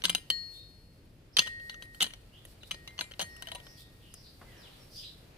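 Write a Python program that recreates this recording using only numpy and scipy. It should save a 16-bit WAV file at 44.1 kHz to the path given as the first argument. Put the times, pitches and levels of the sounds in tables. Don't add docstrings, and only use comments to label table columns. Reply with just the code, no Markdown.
import sys
import numpy as np
from scipy import signal
from scipy.fft import rfft, irfft, next_fast_len
from scipy.io import wavfile
from scipy.ndimage import map_coordinates

SR = 44100
rng = np.random.default_rng(int(sys.argv[2]) if len(sys.argv) > 2 else 0)


def bounce(signal):
    frames = np.transpose(np.atleast_2d(signal))
    limited = np.clip(frames, -1, 1)
    pcm = np.round(limited * 32767).astype(np.int16)
    wavfile.write(sys.argv[1], SR, pcm)


N = 237205

# frequency_hz, density_db
TRAFFIC_SPECTRUM = [(12, -37.5), (20, -6.5), (43, 2.5), (60, -4.5), (107, 0), (206, -11), (340, -13),
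                    (381, -16.5), (535, -18), (600, -21), (780, -36), (1320, -120)]
BACKGROUND_SPECTRUM = [(180, -29.5), (300, -7), (675, -9), (1050, -14), (1840, -14.5), (2230, -15.5),
                       (2560, -14.5), (2930, -15.5), (8000, -29.5), (10400, -60), (17600, -120)]
HIGH_HISS_SPECTRUM = [(1500, -20.5), (4500, 4), (6500, -7.5), (9000, -1.5), (12000, -2.5), (15300, -6.5),
                      (15900, -32)]
CLICK_SPECTRUM = [(60, -26), (130, -14), (175, -2), (260, -6.5), (550, -4), (800, -9), (1400, -2.5),
                  (1900, -2.5), (2400, 1), (3000, 3), (4400, -2.5), (4900, -4), (5800, -2.5), (7200, -2.5),
                  (10500, -0.5), (12500, -9), (14000, -17), (16000, -21)]
# time_s, relative_level_db
BACKGROUND_ENVELOPE = [(0.0, -61), (0.21, -67.5), (0.75, -71.5), (3.66, -63.5), (3.85, -68), (4.34, -67),
                       (4.61, -59.5), (5.11, -68), (5.38, -61.5)]
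HIGH_HISS_ENVELOPE = [(0.0, -66), (0.12, -80.5), (0.34, -65.5), (0.84, -74.5), (1.39, -78.5), (1.54, -73),
                      (2.35, -72), (3.67, -66.5), (3.89, -70), (5.0, -65), (5.38, -73)]
# start_s, length_s, extra_decay_db_per_s
SQUEEZES = [(0, 0.57, 82), (1.97, 0.35, 89), (2.37, .7, 20)]
# start_s, level_db, contact_count, snap_db (relative, above 7 kHz),
# squareness (0 glancing, 1 head-on)
IMPACTS = [(.02, -43, 1, -21, 0), (0.0383, -26.5, 3, -12, 0), (0.053, -19, 1, -10, .3),
           (0.0953, -22, 2, -7.5, .1), (.149, -21, 1, -9, 0.47), (.3018, -18.5, 1, -12.5, 1),
           (1.3684, -18, 1, -14, 0), (1.3863, -19, 1, -12, 0), (1.391, -13.5, 1, -15, 0.53),
           (1.462, -42.5, 3, -12, 0), (1.471, -37.5, 2, -17, 0), (1.599, -51.5, 1, -16, 0),
           (1.696, -36.5, 1, -13.5, .3), (1.743, -45.5, 1, -19, 0), (1.8233, -42, 1, -11.5, 0),
           (1.9465, -51, 1, -4, 0), (2.004, -36, 1, -9, 0), (2.007, -22, 1, -16, .1),
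           (2.017, -22.5, 1, -13, .1), (2.023, -21.5, 2, -5, .6), (2.042, -30, 1, -14, 0),
           (2.065, -38.5, 1, -22, 0), (2.106, -48.5, 1, -23, 0), (2.1361, -42.5, 1, -13.5, 0),
           (2.4517, -49.5, 1, 0.5, 0), (2.6327, -45.5, 1, -18, 0), (2.7098, -31.5, 1, -15, 0.53),
           (2.714, -28.5, 1, -14, 0.59), (2.745, -44, 1, -13.5, 0), (2.876, -40.5, 1, -11, .1),
           (2.979, -45, 1, -20, 0), (2.99, -29, 1, -22, 0), (3.009, -27.5, 1, -13.5, 0),
           (3.112, -48.5, 1, -13.5, 0), (3.118, -43, 1, -16.5, .2), (3.137, -47, 1, -30, 0),
           (3.194, -31.5, 3, -12, 0.83), (3.212, -33.5, 4, -8, .2), (3.365, -51, 1, -3, 0),
           (3.423, -38.5, 1, -5, 0), (3.471, -38.5, 1, -12, .3), (3.486, -43, 1, -16, 0),
           (3.517, -36, 1, -12, 0), (3.549, -42, 1, -4.5, 0.45), (3.554, -40, 1, -6, 0.42),
           (3.601, -50.5, 1, -13, 0), (3.667, -51.5, 1, -11, 0), (4.14, -55, 1, 11, 0)]
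# centre_hz, width_hz, gain_db
NECK_RESONANCES = [(987, 46, 1), (2920, 290, 19), (3090, 240, 14), (3310, 160, 5.5), (3870, 170, 13.5),
                   (4374, 205, 14), (5820, 137, 8), (6240, 190, 11.5), (8000, 272, 1), (8930, 400, -3.5),
                   (14560, 298, 12)]
# frequency_hz, left_minus_right_db
CLICK_BALANCE = [(170, -3.5), (500, 12), (1200, 4), (2700, 1.5), (4200, 4.5), (6400, 4.5), (8000, 3.5),
                 (10000, -1.5), (14000, -5)]
# frequency_hz, level_db, t60_s, left_minus_right_db
WALL_MODES = [(1879, -0.5, 1.91, 1.5), (1876, -18.5, 0.53, -0.5), (1788, -24, 2.5, 3),
              (5630, -28.5, .3, -1.5)]
RIM_MODES = [(4323, -3.5, 1.03, 10.5), (5024, -22, 1.8, 11.5), (7550, -16, .35, 0.5),
             (9260, -15.5, 0.79, 8), (11500, -20, 0.18, 0), (12750, -20.5, 0.26, 0),
             (13140, -21.5, 0.39, -7), (14520, -7, .15, 2.5)]
SHOULDER_MODES = [(995.6, -5, 0.091, 3), (1308, -5, .07, 6), (1546, -1.5, 0.065, 7), (2379, -4, 0.19, -2),
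                  (2894, 6, 0.063, -12), (3090, -5, 0.11, -1), (3160, -7.5, 0.21, 7), (3340, -8, .1, -2),
                  (3450, 1.5, 0.14, 2), (3970, 5, 0.11, 2), (4310, -0.5, 0.14, 4), (4450, -10, .12, 5),
                  (5000, -12.5, 0.31, 8), (5790, -11.5, 0.058, 4), (6340, 1, 0.099, 2.5),
                  (7400, -10.5, 0.21, 1), (8265, -15, 0.33, 4), (9370, -9, 0.22, 7.5),
                  (11030, -9.5, 0.13, -1.5), (12780, -12.5, 0.21, -4), (14450, -15, 0.121, -1)]
CAP_MODES = [(2094, 5, .42, 3.5)]
CAVITY_MODES = [(576, -6, .07, 3.8), (660, -0.5, 0.076, 5), (776, 0, 0.05, 5.7), (972, -4, 0.11, 4),
                (1130, -13.5, 0.036, 4)]
THUD_MODES = [(176.4, -1, 0.2, 0.022), (213, -11.5, .1, 1), (295, -14, 0.23, 2)]
# frequency_hz, t60_s
ECHO_DECAY = [(200, 0.34), (3000, 0.42), (10000, 0.41)]
# start_s, length_s, level_db
RUBS = [(0.487, 0.14, -62.5), (1.573, 0.22, -64.5), (1.801, 0.069, -62.5), (1.922, 0.088, -62),
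        (2.438, .12, -62.5), (2.648, 0.062, -60.5), (3.253, 0.084, -64), (3.758, 0.097, -58.5),
        (4.895, 0.19, -58)]
# start_s, length_s, start_pitch_hz, end_pitch_hz, relative_level_db, harshness (0 to 1)
BIRD_NOTES = [(0.52, .084, 3553, 3794, -55, 0.12), (0.555, 0.068, 4020, 4210, -61.5, 0.62),
              (1.321, 0.043, 5000, 5400, -62, .5), (2.314, 0.093, 2720, 3570, -60, 0.6),
              (2.602, .044, 4040, 3490, -58, 0.53), (3.274, 0.15, 5490, 5290, -63.5, 0.45),
              (3.617, .14, 5220, 5600, -62, 0.6), (3.743, 0.072, 4880, 4270, -61.5, 0.92),
              (3.767, 0.064, 3260, 3890, -59, 0.42), (3.986, .15, 3494, 2690, -65, 1),
              (4.1, 0.15, 5040, 5290, -62, 0.68), (4.22, 0.092, 4330, 4690, -59, 0.86),
              (4.432, 0.19, 2175, 1605, -64.5, .6), (4.46, 0.14, 3310, 2970, -67.5, 0.9),
              (4.55, 0.097, 6110, 4300, -65, .1), (4.611, 0.074, 4430, 2335, -57, .2),
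              (4.684, 0.1, 4240, 3170, -64, 0.98), (4.774, 0.086, 5560, 5420, -66.5, 0.07),
              (4.891, .12, 4780, 5970, -57.5, 1), (4.941, .075, 4590, 4980, -47.5, 0.51),
              (4.954, .083, 3560, 3170, -55, 0.88), (5.014, 0.065, 3404, 4266, -47.5, 1)]

FIRM_DB = -42.5
SIDES = np.array([[.5], [-.5]])


def amp(db):
    return 10 ** (np.asarray(db) / 20)


def unit(x):
    return x / np.sqrt(np.mean(x ** 2) + 1e-20)


def along(points, hz):
    knots_hz, values = np.transpose(points)
    return np.interp(np.log(hz + 1), np.log(knots_hz + 1), values)


def envelope(points):
    return np.interp(np.arange(N) / SR, *np.transpose(points))


def wobble(rate, size):
    knots = rng.standard_normal(int(size * rate / SR) + 4)
    return map_coordinates(knots, [np.arange(size) * rate / SR])


def filtered(x, response):
    size = next_fast_len(N + SR // 4)
    return irfft(rfft(x, size) * response(np.fft.rfftfreq(size, 1 / SR)), size)[..., :N]


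def causal(gain):
    cepstrum = irfft(np.log(np.maximum(gain, 1e-6)))
    half = len(cepstrum) // 2
    cepstrum[1:half] *= 2
    cepstrum[half + 1:] = 0
    return np.exp(rfft(cepstrum))


def noise_pair(correlation, size):
    angle = np.arccos(correlation) / 2
    mid, side = rng.standard_normal((2, size))
    return np.cos(angle) * mid + np.sin(angle) * np.array([side, -side])


def panned(db):
    return amp(SIDES * db)


def add(track, start_s, sound):
    start = max(round(start_s * SR), 0)
    part = track[..., start:start + sound.shape[-1]]
    part += sound[..., :part.shape[-1]]


def wash(spectrum, correlation, flutter_db, flutter_hz):
    noise = filtered(noise_pair(correlation, N), lambda hz: amp(along(spectrum, hz)))
    return unit(noise * amp(flutter_db * wobble(flutter_hz, N)))


def traffic(level_db=-56.5):
    return amp(level_db) * wash(TRAFFIC_SPECTRUM, correlation=.95, flutter_db=.5, flutter_hz=10)


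def background_hiss(gain_db=2):
    level = amp(envelope(BACKGROUND_ENVELOPE) + gain_db)
    return level * wash(BACKGROUND_SPECTRUM, correlation=.1, flutter_db=.6, flutter_hz=17)


def high_hiss(gain_db=2):
    level = amp(envelope(HIGH_HISS_ENVELOPE) + gain_db)
    return level * wash(HIGH_HISS_SPECTRUM, correlation=.083, flutter_db=1, flutter_hz=60)


def grip_damping():
    t = np.arange(N) / SR
    return sum(loss * ((t >= s) & (t < s + length)) for s, length, loss in SQUEEZES)


def seated(s, from_s=2.5, to_s=3.2):
    return np.clip((s - from_s) / (to_s - from_s), 0, 1)


def glancing_db(squareness):
    return 10 * np.log10(1.001 - squareness ** 2)


def contacts(chatter_gap_s=.0045, chatter_loss_db=1, rebound_s=.031, rebound_loss_db=20.5):
    for s, db, count, snap_db, squareness in IMPACTS:
        slip = rng.uniform(-1, 1, size=4) / 5
        hits = [(s, db)]
        hits += [(s + (k + slip[k]) * chatter_gap_s, db - k * chatter_loss_db) for k in range(1, count)]
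        if db > FIRM_DB:
            rebound_db = db - rebound_loss_db + glancing_db(squareness)
            hits.append((s + rebound_s * (1 + slip[3] / 2), rebound_db))
        for start_s, level_db in hits:
            knock_db = -8 + .24 * (-24 - level_db) + seated(s)
            yield start_s, level_db, knock_db, snap_db


def clicks(crack_t60=.0044, scrape_db=2, scrape_t60=.026, tail_db=-23.5, tail_t60=.13, spread_rad=1.41):
    out, size = np.zeros((2, N)), 8192
    t, hz = np.arange(size) / SR, np.fft.rfftfreq(size, 1 / SR)
    force = amp(-60 * t / crack_t60) + amp(scrape_db - 60 * t / scrape_t60)
    force += amp(tail_db - 60 * t / tail_t60)
    peaks = sum((amp(db) ** 2 - 1) / (1 + (2 * (hz - centre) / width) ** 2)
                for centre, width, db in NECK_RESONANCES)
    colour = amp(along(CLICK_SPECTRUM, hz)) * np.sqrt(np.abs(1 + peaks))
    low = 1 / (1 + (hz / 2300) ** 8)
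    high = 1 - 1 / (1 + (hz / 7000) ** 12)
    band_filters = np.array([causal(colour * share) for share in (low, (1 - low) * (1 - high), high)])
    attack = t < .004
    for s, db, knock_db, snap_db in contacts():
        lead = spread_rad * (1 + wobble(200, len(hz)) / 2) * hz / np.hypot(hz, 300)
        stereo = panned(along(CLICK_BALANCE, hz)) * np.exp(-1j * SIDES * lead)
        ripple = causal(amp(4 * wobble(896.5, len(hz))))
        excitation = rfft(force * noise_pair(.8, size))
        bands = irfft(excitation * ripple * stereo * band_filters[:, None])
        bands /= np.sqrt(np.mean(bands[..., attack] ** 2, axis=(1, 2), keepdims=True))
        knock, ring, snap = bands[..., :size // 2]
        add(out, s, amp(db) * (amp(knock_db) * knock + ring + amp(snap_db) * snap))
    return out


def blows(free_from_s=2.82, free_to_s=3.08, free_cap_db=-54.5, firm_grip_db_per_s=100, slack_share=.02):
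    held = grip_damping() / firm_grip_db_per_s
    for s, db, count, _, squareness in IMPACTS:
        if db > FIRM_DB:
            push = db + 10 * np.log10(count)
            wall = push - 44.5 + 23 * squareness
            rim = push - 52 + 30.5 * squareness ** 2 - 9 * seated(s)
            shoulder = push - 22.5 + glancing_db(squareness)
            cap = free_cap_db if free_from_s < s < free_to_s else push - 35 + glancing_db(squareness)
            cavity = push - 41 + 30.5 * seated(s)
            thud = push - 20 - 8 * squareness + 10 * np.log10(slack_share + held[round(s * SR)])
            yield s, wall, rim, shoulder, cap, cavity, thud


def ringing(scatter_db=5, spread_rad=1.47):
    out, t = np.zeros((2, N)), np.arange(SR) / SR
    parts = [(WALL_MODES, 1, .018), (RIM_MODES, .2, .003), (SHOULDER_MODES, .5, .001),
             (CAP_MODES, .6, .002), (CAVITY_MODES, 0, .002), (THUD_MODES, 0, .003)]
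    total_loss_db = np.cumsum(grip_damping()) / SR
    for s, *strengths in blows():
        loss_db = np.interp(s + t, np.arange(N) / SR, total_loss_db)
        loss_db -= loss_db[0]
        for (modes, grip_share, rise_s), blow_db in zip(parts, strengths):
            for hz, db, t60, pan_db in modes:
                age = t[t < t60 * .75]
                scatter, phase, skew = rng.standard_normal(3)
                decay_db = 60 * age / t60 + grip_share * loss_db[:len(age)]
                level = amp(blow_db + db + scatter_db * scatter - decay_db) * (1 - np.exp(-age / rise_s))
                lead = spread_rad * (1 + skew / 2) * hz / np.hypot(hz, 400)
                wave = np.sin(2 * np.pi * hz * age + np.pi * phase + SIDES * lead)
                add(out, s, panned(pan_db) * level * wave)
    return out


def echo(x):
    hz, t, noise = signal.stft(rng.standard_normal((2, SR // 2)), SR, nperseg=256)
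    decay = amp(-60 * t / along(ECHO_DECAY, hz)[:, None])
    tail = signal.istft(noise * decay, SR, nperseg=256)[1]
    return signal.fftconvolve(x[None], tail / np.linalg.norm(tail[0]), axes=1)[:, :N]


def rubs():
    sliding = np.zeros(N)
    for s, length, db in RUBS:
        add(sliding, s, amp(db) * np.sin(np.linspace(0, np.pi, int(length * SR))))
    return sliding * wash(HIGH_HISS_SPECTRUM, correlation=.13, flutter_db=2, flutter_hz=320)


def birds(waver=.101, waver_hz=1100, overtone_db=-24, direct_db=-6, echo_db=-.5):
    song = np.zeros(N)
    for s, length, start_hz, end_hz, db, harshness in BIRD_NOTES:
        progress = np.linspace(0, 1, int(length * SR))
        glide_hz = start_hz + (end_hz - start_hz) * progress
        pitch_hz = glide_hz * (1 + waver * harshness * wobble(waver_hz, len(progress)))
        phase = 2 * np.pi * np.cumsum(pitch_hz) / SR
        tone = np.sin(phase) + amp(overtone_db) * np.sin(2 * phase)
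        add(song, s, amp(db) * unit(np.sin(np.pi * progress) * tone))
    return amp(direct_db) * song + amp(echo_db) * echo(song)


def footstep(start_s=4.413, level_db=-49, t60=.16, rise_s=.00072, band_hz=(130, 1300)):
    t, step = np.arange(SR // 4) / SR, np.zeros((2, N))
    band = signal.butter(2, band_hz, "band", fs=SR, output="sos")
    noise = unit(signal.sosfilt(band, noise_pair(.94, len(t))))
    add(step, start_s, amp(level_db - 60 * t / t60) * (1 - np.exp(-t / rise_s)) * noise)
    return step


def scene():
    steel = clicks() + ringing()
    events = steel + amp(-20) * echo(steel.mean(axis=0)) + birds() + footstep()
    background = panned(.904) * (traffic() + background_hiss())
    high_noise = panned(-1) * (rubs() + high_hiss())
    return events + background + high_noise


def record(dry, cutoff_hz=15900):
    return filtered(dry, lambda hz: 1 / np.sqrt(1 + (hz / cutoff_hz) ** 160))


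dry = scene()
out = record(dry)
bounce(out)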